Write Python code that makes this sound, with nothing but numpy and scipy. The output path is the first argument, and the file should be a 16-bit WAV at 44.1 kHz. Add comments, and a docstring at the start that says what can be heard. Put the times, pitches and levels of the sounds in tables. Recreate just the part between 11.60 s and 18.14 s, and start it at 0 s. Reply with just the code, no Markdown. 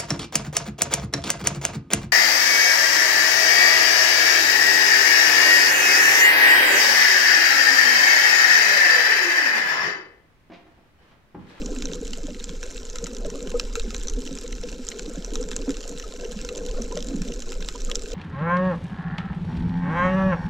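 """Shallow reef inside a sealed camera case

Snapping shrimp crackle near and far as noisy bursts after a sharp spike, over random ticks and fizz.
Bubbles gurgle in the chop overhead as damped, rising tones, and the surge pushes as slow noise.
All but the surge reach the two microphones through the ringing of the case; a faint hiss lies below."""
import sys
import numpy as np
from scipy import signal
from scipy.fft import rfft, irfft, next_fast_len
from scipy.io import wavfile
from scipy.ndimage import uniform_filter1d

SR = 44100
rng = np.random.default_rng(int(sys.argv[2]) if len(sys.argv) > 2 else 0)


def generate_wav(signal):
    """Clip the signal to [-1, 1] and save it as 16-bit WAV at the path in sys.argv[1]."""
    frames = np.transpose(np.atleast_2d(signal))
    scaled = np.clip(frames, -1, 1) * 32767
    pcm = np.round(scaled).astype(np.int16)
    wavfile.write(sys.argv[1], SR, pcm)


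def linear_from_db(decibels):
    """Turn decibels (scalar or array-like) into linear amplitude factors; 0 gives 1."""
    return 10 ** (np.asarray(decibels, float) / 20)


N = 288414  # length in samples
SIZE = 4096  # samples in one snap or bubble
BINS = np.fft.rfftfreq(SIZE, 1 / SR)  # Hz
SIDES = np.array([[1], [-1]])  # opposite signs at the left and right microphones


def evened(x):
    """Scales to rms 1 over all channels together."""
    return x / np.sqrt(np.mean(x ** 2) + 1e-20)


def spectrum_at(points, hz):
    """Reads a spectrum in dB on a log-frequency axis."""
    f, value = np.transpose(points)
    return np.interp(np.log(hz + 1), np.log(f + 1), value)


def causal(db):
    """Minimum-phase spectra for rows of gain in dB: folding the cepstrum puts the energy early."""
    cepstrum = irfft(np.log(linear_from_db(np.maximum(db, -100))), SIZE)
    cepstrum[..., 1:SIZE // 2] *= 2
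    cepstrum[..., SIZE // 2 + 1:] = 0
    return np.exp(rfft(cepstrum))


def through_case(spectra, turn=0.021):
    """Rings sounds in the resonant modes of the case; the mean of the two microphones peaks at 1."""
    # resonances of the case: (frequency [Hz], width [Hz], signed gain left [ratio], right [ratio])
    case_modes = [(168, 66, 0.31, 0.4), (276, 128, 2.64, 3.24), (292, 103, -2.52, -3.27),
                  (474, 78, 0.27, -0.16), (487, 42, -1.89, -1.2), (604, 127, -0.33, -0.17),
                  (703, 109, -0.66, 1.71), (724, 142, 0.36, -2.23), (1063, 129, -1.72, 1.94),
                  (1068, 96, 2.43, -1.4), (1235, 99, -1.04, -0.62), (1554, 326, 1.26, -1.19),
                  (1595, 315, -0.51, 1.42), (1938, 606, 0.28, 0.08), (2577, 456, 0.49, -1.74),
                  (2763, 606, 1.0, 4.0), (2873, 345, -1.73, -3.49), (3067, 420, -0.06, 0.43),
                  (3990, 878, 0.87, 1.2), (5062, 462, 0.76, 0.95), (5649, 450, 0.9, 1.18),
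                  (6109, 1053, 2.1, 2.13), (6758, 2985, -2.51, -2.61), (6930, 1001, 2.19, 2.27),
                  (8304, 250, -0.51, -0.42), (9193, 1025, 0.76, 0.87), (11585, 4828, 0.94, 0.92)]
    # what passes from the water into the case: (frequency [Hz], gain [dB])
    wall_gain = [(60, -3), (110, -38.5), (580, -19.5), (700, -15), (1500, -10.5), (2300, -9), (3900, -9.5),
                 (5800, -8), (7700, -7), (8300, -19), (10300, -23), (12300, -31.5), (13500, -45),
                 (15500, -41), (16600, -100)]
    hz, width, *gains = np.transpose(case_modes)
    f = BINS[:, None]
    modes = 1j * f * width / (hz ** 2 - f ** 2 + 1j * f * width)
    ringing = np.array(gains) @ modes.T
    # each direction of arrival shifts balance and timing between the microphones a little, band by band,
    # most around 1900 Hz, where the two sides of the case swing against each other
    depth = turn + 0.23 * np.exp(-np.log2((BINS + 1) / 1900) ** 2 / 0.84)
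    direction = 2 * np.pi * rng.random((len(spectra), 1, 1))
    lean = depth * np.exp(1j * (direction - 4.52 * np.log(BINS + 1))) * SIDES
    wall = causal(spectrum_at(wall_gain, BINS))
    heard = irfft(spectra * (1 + lean) * ringing * wall, SIZE)
    return heard / abs(heard.mean(1)).max(1)[:, None, None]


def placed(rows, sounds):
    """Lays each sound at its time and level, the first two columns of its row."""
    mix = np.zeros((2, N + SIZE))
    for (s, db, *_), sound in zip(rows, sounds):
        start = round(s * SR)
        mix[:, start:start + SIZE] += linear_from_db(db) * sound
    return mix[:, :N]


def scattered(sounds, per_s, spread_db, cap):
    """Plays the sounds at random moments, already under way at the start; most are small, a few large."""
    length = next_fast_len(N + SIZE)
    # levels are exponential in dB, up to cap times spread_db
    size = linear_from_db(spread_db * np.minimum(rng.exponential(1, length), cap))
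    hits = size * (rng.random(length) < per_s / SR)
    which = rng.integers(0, len(sounds), length)
    total = sum(rfft(hits * (which == k)) * rfft(sound, length) for k, sound in enumerate(sounds))
    return evened(irfft(total, length)[:, :N])


def wandering(samples):
    """Slow random swings of rms 1: noise smoothed twice over the given span."""
    smooth = uniform_filter1d(rng.standard_normal(N), size=samples)
    return evened(uniform_filter1d(smooth, size=samples))


def snap(centre_hz, octaves=1.0, skirt_db=-16, burst_s=0.0022, tail_db=-16, tail_t60=0.14,
         dense=0.2, apart_hz=16000, lead=1.25):
    """A collapsing cavity: faint forerunner, sharp spike, ragged burst off the burrow walls, reef echoes."""
    forerun_s = 0.00065  # from the first faint push of the claw to the collapse
    t = np.arange(SIZE) / SR - forerun_s
    chance = rng.random((len(centre_hz), 3, SIZE))
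    burst = linear_from_db(-9 * t / burst_s) * (t > 0) * (t < burst_s)
    onset = np.where(t > 0, 1 - np.exp(-t / 0.0006), 0.25)  # 0.25 is the forerunner
    echoes = linear_from_db(tail_db - 60 * t / tail_t60) * onset
    spikes = (chance[:, 0] < dense) * (2 * chance[:, 1] - 1) * (burst + echoes)
    spikes[:, round(forerun_s * SR)] = lead  # the collapse itself
    # a difference between the two sides that grows towards the shortest waves
    apart = rfft(spikes * (2 * chance[:, 2] - 1)) * (BINS / apart_hz) ** 2
    away = np.log2((BINS + 1) / np.array(centre_hz)[:, None]) / np.reshape(octaves, (-1, 1))
    hump_db = np.maximum(-6 * away ** 2, skirt_db)
    # every path over the reef has its own ripple of humps and dips, one or two to the octave
    ripple_turns = chance[:, 1, :1] + (1 + chance[:, 2, :1]) * np.log2(BINS + 1)
    ripple_db = 4.5 * np.sin(2 * np.pi * ripple_turns)
    tilt_db = spectrum_at([(550, -27.5), (750, 4), (9000, -2.0), (13000, 6.0)], BINS)
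    colour = causal(hump_db + ripple_db + tilt_db)
    return through_case((rfft(spikes)[:, None] + apart[:, None] * SIDES) * colour[:, None])


def shrimp():
    """Near snaps one by one, a middle ground of ticks in many colours, and a far, dense fizz."""
    # near snaps: (time [s], level of the sharp part [dB], centre of its colour [Hz],
    # dull body relative to the sharp part [dB])
    near_snaps = [(0.325, -30, 6500, -19), (0.7989, -31, 3450, -9), (0.8923, -29, 3540, -1.5),
                  (1.8265, -26.5, 7500, -25), (1.8726, -30.5, 2640, -3), (2.1276, -30, 4000, -20),
                  (2.7737, -28.5, 2520, -10), (3.0355, -23.5, 4050, -22), (3.2676, -25, 6500, -21),
                  (3.887, -29, 6500, -4), (4.2058, -28, 3900, -5), (0.186, -24, 6500, -27),
                  (0.3457, -29, 5000, -15), (1.5663, -25, 5270, -20), (2.7516, -26, 7200, -25),
                  (2.8774, -26, 6040, -26), (3.813, -28, 7500, -23), (3.8272, -25, 5660, -22),
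                  (4.0147, -29, 5700, -27), (6.0252, -26.5, 3600, -9), (0.059, -22, 6100, -27),
                  (0.222, -22, 3480, -1.5), (0.2547, -16.5, 5460, -20), (0.3333, -19, 4140, -17),
                  (0.5072, -30.5, 7000, -18), (0.5323, -21, 4030, -18), (0.8409, -20.5, 6450, -41),
                  (1.029, -39, 7300, 16.5), (1.299, -24, 6300, -33), (1.3568, -27.5, 5050, 3.5),
                  (1.3843, -23.5, 4450, -7), (1.441, -18.5, 5800, -18), (1.4669, -25.5, 5500, -1),
                  (1.701, -28.5, 6100, 0.5), (1.9966, -10.5, 4130, -10), (2.1541, -32.5, 2730, 16),
                  (2.1598, -28, 6050, -34), (2.1964, -19, 3650, -23), (2.305, -25, 3700, -3),
                  (2.3456, -25, 2980, 3), (2.364, -22.5, 6070, -15), (2.471, -21.5, 5000, -23),
                  (2.4825, -17.5, 5360, -42), (2.4976, -20, 7000, -37), (2.786, -21.5, 5730, -18),
                  (3.287, -12.5, 6450, -34), (3.3938, -23.5, 5200, -3.5), (3.6459, -21.5, 6230, -14),
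                  (3.755, -16, 4160, -12), (3.914, -26, 2690, 3), (3.9635, -13, 6800, -33),
                  (4.093, -31, 7260, 5.5), (4.105, -24.5, 5470, -1.5), (4.1682, -24.5, 4730, -8),
                  (4.2913, -27.5, 7440, -38), (4.3975, -27, 5450, 1.5), (4.8483, -25.5, 6650, -2.5),
                  (4.889, -23.5, 3220, -1), (4.9775, -23.5, 6440, -23), (5.22, -18, 7100, -39),
                  (5.373, -30.5, 4970, 7), (5.4853, -24.5, 5030, -33), (5.6184, -28.5, 5270, 3.5),
                  (5.821, -24.5, 3900, -9.5), (5.92, -41.5, 2500, 19.5), (6.0864, -18.5, 3340, -2),
                  (6.2482, -22.5, 8600, -32), (6.298, -31.5, 7000, 7.5), (6.314, -14.5, 3230, -22),
                  (6.3486, -25, 6200, -31), (6.3546, -9.5, 5270, -32)]
    s, _, hz, body_db = np.transpose(near_snaps)
    body = snap(np.full(len(s), 1600.), octaves=0.91, skirt_db=-7.5, tail_db=-8.5, lead=3.4)
    sharp = snap(hz, octaves=0.62, skirt_db=-12.0, burst_s=0.0019, tail_db=-2, tail_t60=0.025,
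                 dense=0.14, lead=2.6)
    near = placed(near_snaps, sharp + linear_from_db(body_db)[:, None, None] * body)

    colours_hz = np.linspace(2300, 9000, 36)
    widths = 0.5 + 0.9 * rng.random(len(colours_hz))  # octaves
    ticks = snap(colours_hz, octaves=widths, skirt_db=-11, burst_s=0.0011, tail_db=-17,
                 tail_t60=0.05, lead=1.8)
    ticks = scattered(ticks, per_s=150, spread_db=7, cap=2.1)

    fizz = snap(np.geomspace(1400, 8300, 9), octaves=0.16, skirt_db=-10, tail_db=-13.0, lead=1.0)
    fizz = scattered(fizz, per_s=1500, spread_db=11.0, cap=1.64)
    # the crackle swells in random flurries of about a tenth of a second, the fizz only slightly
    flurry = wandering(2500)
    return near + linear_from_db(-47.5 + 1.7 * flurry) * ticks + linear_from_db(-49.5 + 0.23 * flurry) * fizz


def level_curve(curve, axis):
    """One dB column of a level curve as a gain per sample."""
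    columns = np.transpose(curve)
    return linear_from_db(np.interp(np.arange(N) / SR, columns[0], columns[axis]))


def bubble(hz, t60, rise=1.0, start_s=0.0031, wobble=0.39):
    """A damped, unsteady breathing tone whose pitch creeps up as the bubble nears the surface."""
    t = np.arange(SIZE) / SR
    hz = np.array(hz)[:, None]
    t60 = np.maximum(t60, 0.01)[:, None]
    chance = rng.random((len(hz), 3))
    turns = hz * (t + rise * t ** 2) + chance[:, :1]
    # a neighbour of similar size, within about 30 % in pitch, beats against it
    turns_beside = hz * (0.7793 + 0.518 * chance[:, 1:2]) * t + chance[:, 2:]
    fade = np.cos(np.pi / 2 * t / t[-1])
    shape = (1 - np.exp(-t / start_s)) * linear_from_db(-60 * t / t60) * fade
    tone = np.sin(2 * np.pi * turns) + wobble * np.sin(2 * np.pi * turns_beside)
    return through_case(rfft(shape * tone)[:, None], turn=0.018)


def gurgle():
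    """The loud bubbles one by one over random crowds of deep, high and tiny ones that follow the chop."""
    # single bubbles: (time [s], peak level [dB], pitch [Hz])
    loud_bubbles = [(0.115, -33.5, 395), (0.168, -26.5, 244), (0.297, -31.5, 159), (0.423, -26.5, 423),
                    (0.682, -31, 567), (1.422, -25.5, 450), (1.431, -31.5, 170), (1.649, -23.5, 563),
                    (1.73, -33, 487), (1.79, -34.5, 453), (1.94, -16.5, 471), (1.951, -37, 1235),
                    (2.168, -23.5, 440), (2.274, -27.5, 211), (2.571, -28, 460), (2.575, -25.5, 235),
                    (2.706, -32.5, 260), (2.835, -32.5, 434), (3.032, -25, 488), (3.192, -30.5, 238),
                    (3.476, -28, 296), (3.576, -32.5, 182), (3.794, -23.5, 430), (3.811, -33.5, 259),
                    (4.07, -25.5, 457), (4.078, -18, 266), (4.092, -23.5, 382), (4.436, -38.5, 1250),
                    (4.646, -25.5, 433), (4.759, -26, 200), (4.908, -26.5, 454), (5.196, -26, 217),
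                    (5.3174, -32.5, 970), (5.367, -22, 572), (5.454, -33, 204), (5.606, -22.5, 170.4),
                    (6.15, -33.5, 970), (6.288, -36.5, 1200), (6.52, -29, 473)]
    # gurgling of the chop, before the slosh:
    # (time [s], level of the deep bubbles [dB], level of the higher bubbles [dB])
    chop_levels = [(0.0, -36, -40), (0.16, -38, -39), (0.71, -41, -46.5), (1.29, -52, -44),
                   (1.8, -40, -36.5), (2.28, -45.5, -42), (2.73, -39, -39.5), (3.2, -47, -46.5),
                   (3.6, -43, -40), (4.08, -39, -40.5), (4.43, -49, -44), (4.61, -45, -38),
                   (4.83, -43, -39.5), (5.15, -45, -36), (5.54, -33, -40.5), (5.96, -47.5, -41.5),
                   (6.3, -41.5, -42), (6.54, -50, -40.5)]
    hz = np.transpose(loud_bubbles)[2]
    ring_s = 0.074 * (450 / hz) ** 0.74  # t60: smaller, higher bubbles die sooner
    single = placed(loud_bubbles, bubble(hz, ring_s))

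    deep_hz, high_hz = np.linspace(170, 305, 9), np.linspace(350, 550, 9)
    tiny_hz = np.geomspace(780, 1800, 14)
    # decay by 60 dB takes 30 or 42 cycles, but never under 10 ms
    deep = scattered(bubble(deep_hz, 30 / deep_hz), per_s=150, spread_db=3.5, cap=2.4)
    high = scattered(bubble(high_hz, 42 / high_hz), per_s=220, spread_db=3.0, cap=2.5)
    tiny = scattered(bubble(tiny_hz, 30 / tiny_hz), per_s=120, spread_db=2.0, cap=3.5)

    # each slap of the chop stirs all three crowds at once
    slosh = linear_from_db(2.4 * np.minimum(wandering(1800), 1))
    deep_gain, high_gain = level_curve(chop_levels, axis=1), level_curve(chop_levels, axis=2)
    return single + slosh * (deep_gain * deep + high_gain * high + linear_from_db(-17.5) * high_gain * tiny)


def coloured(points, channels):
    """Steady noise of rms 1, shaped by a given spectrum."""
    size = next_fast_len(N)
    gain = linear_from_db(spectrum_at(points, np.fft.rfftfreq(size, 1 / SR)))
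    return evened(irfft(rfft(rng.standard_normal((channels, size))) * gain, size)[:, :N])


def surge():
    """Slow pressure swings flex the whole case, nearly alike at both microphones."""
    # colour of the surge: (frequency [Hz], relative density [dB])
    surge_colour = [(5, -3.5), (21, 5.5), (32, 4.5), (51, -8.5), (97, -29.5), (113, -39), (130, -29),
                    (170, -60), (290, -120)]
    # push of the swell on the case: (time [s], level [dB])
    swell_levels = [(0, -32.5), (1.0, -33), (1.9, -32), (2.2, -25), (2.5, -26), (2.75, -34), (3.0, -28),
                    (3.4, -38), (3.85, -28), (4.3, -38), (5.1, -30), (6.54, -31)]
    both = coloured(surge_colour, channels=1)
    balance_db = np.array([[-0.36], [0.36]])  # left, right
    return level_curve(swell_levels, axis=1) * both * linear_from_db(balance_db)


def scene():
    """Shrimp, bubbles and surge."""
    return shrimp() + gurgle() + surge()


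def top_cut(x):
    """Nothing passes above the cut-off."""
    return signal.sosfilt(signal.butter(12, 16510, fs=SR, output="sos"), x)


def record(dry):
    """Each microphone adds its own faint, steady hiss."""
    # colour of the microphone hiss: (frequency [Hz], relative density [dB])
    hiss_colour = [(130, 12), (8000, -29), (12500, -1), (13500, -12), (15500, -26), (16200, -60)]
    hiss = linear_from_db(-69.5) * coloured(hiss_colour, channels=2)
    return top_cut(dry + hiss)


dry = scene()
out = record(dry)
generate_wav(out)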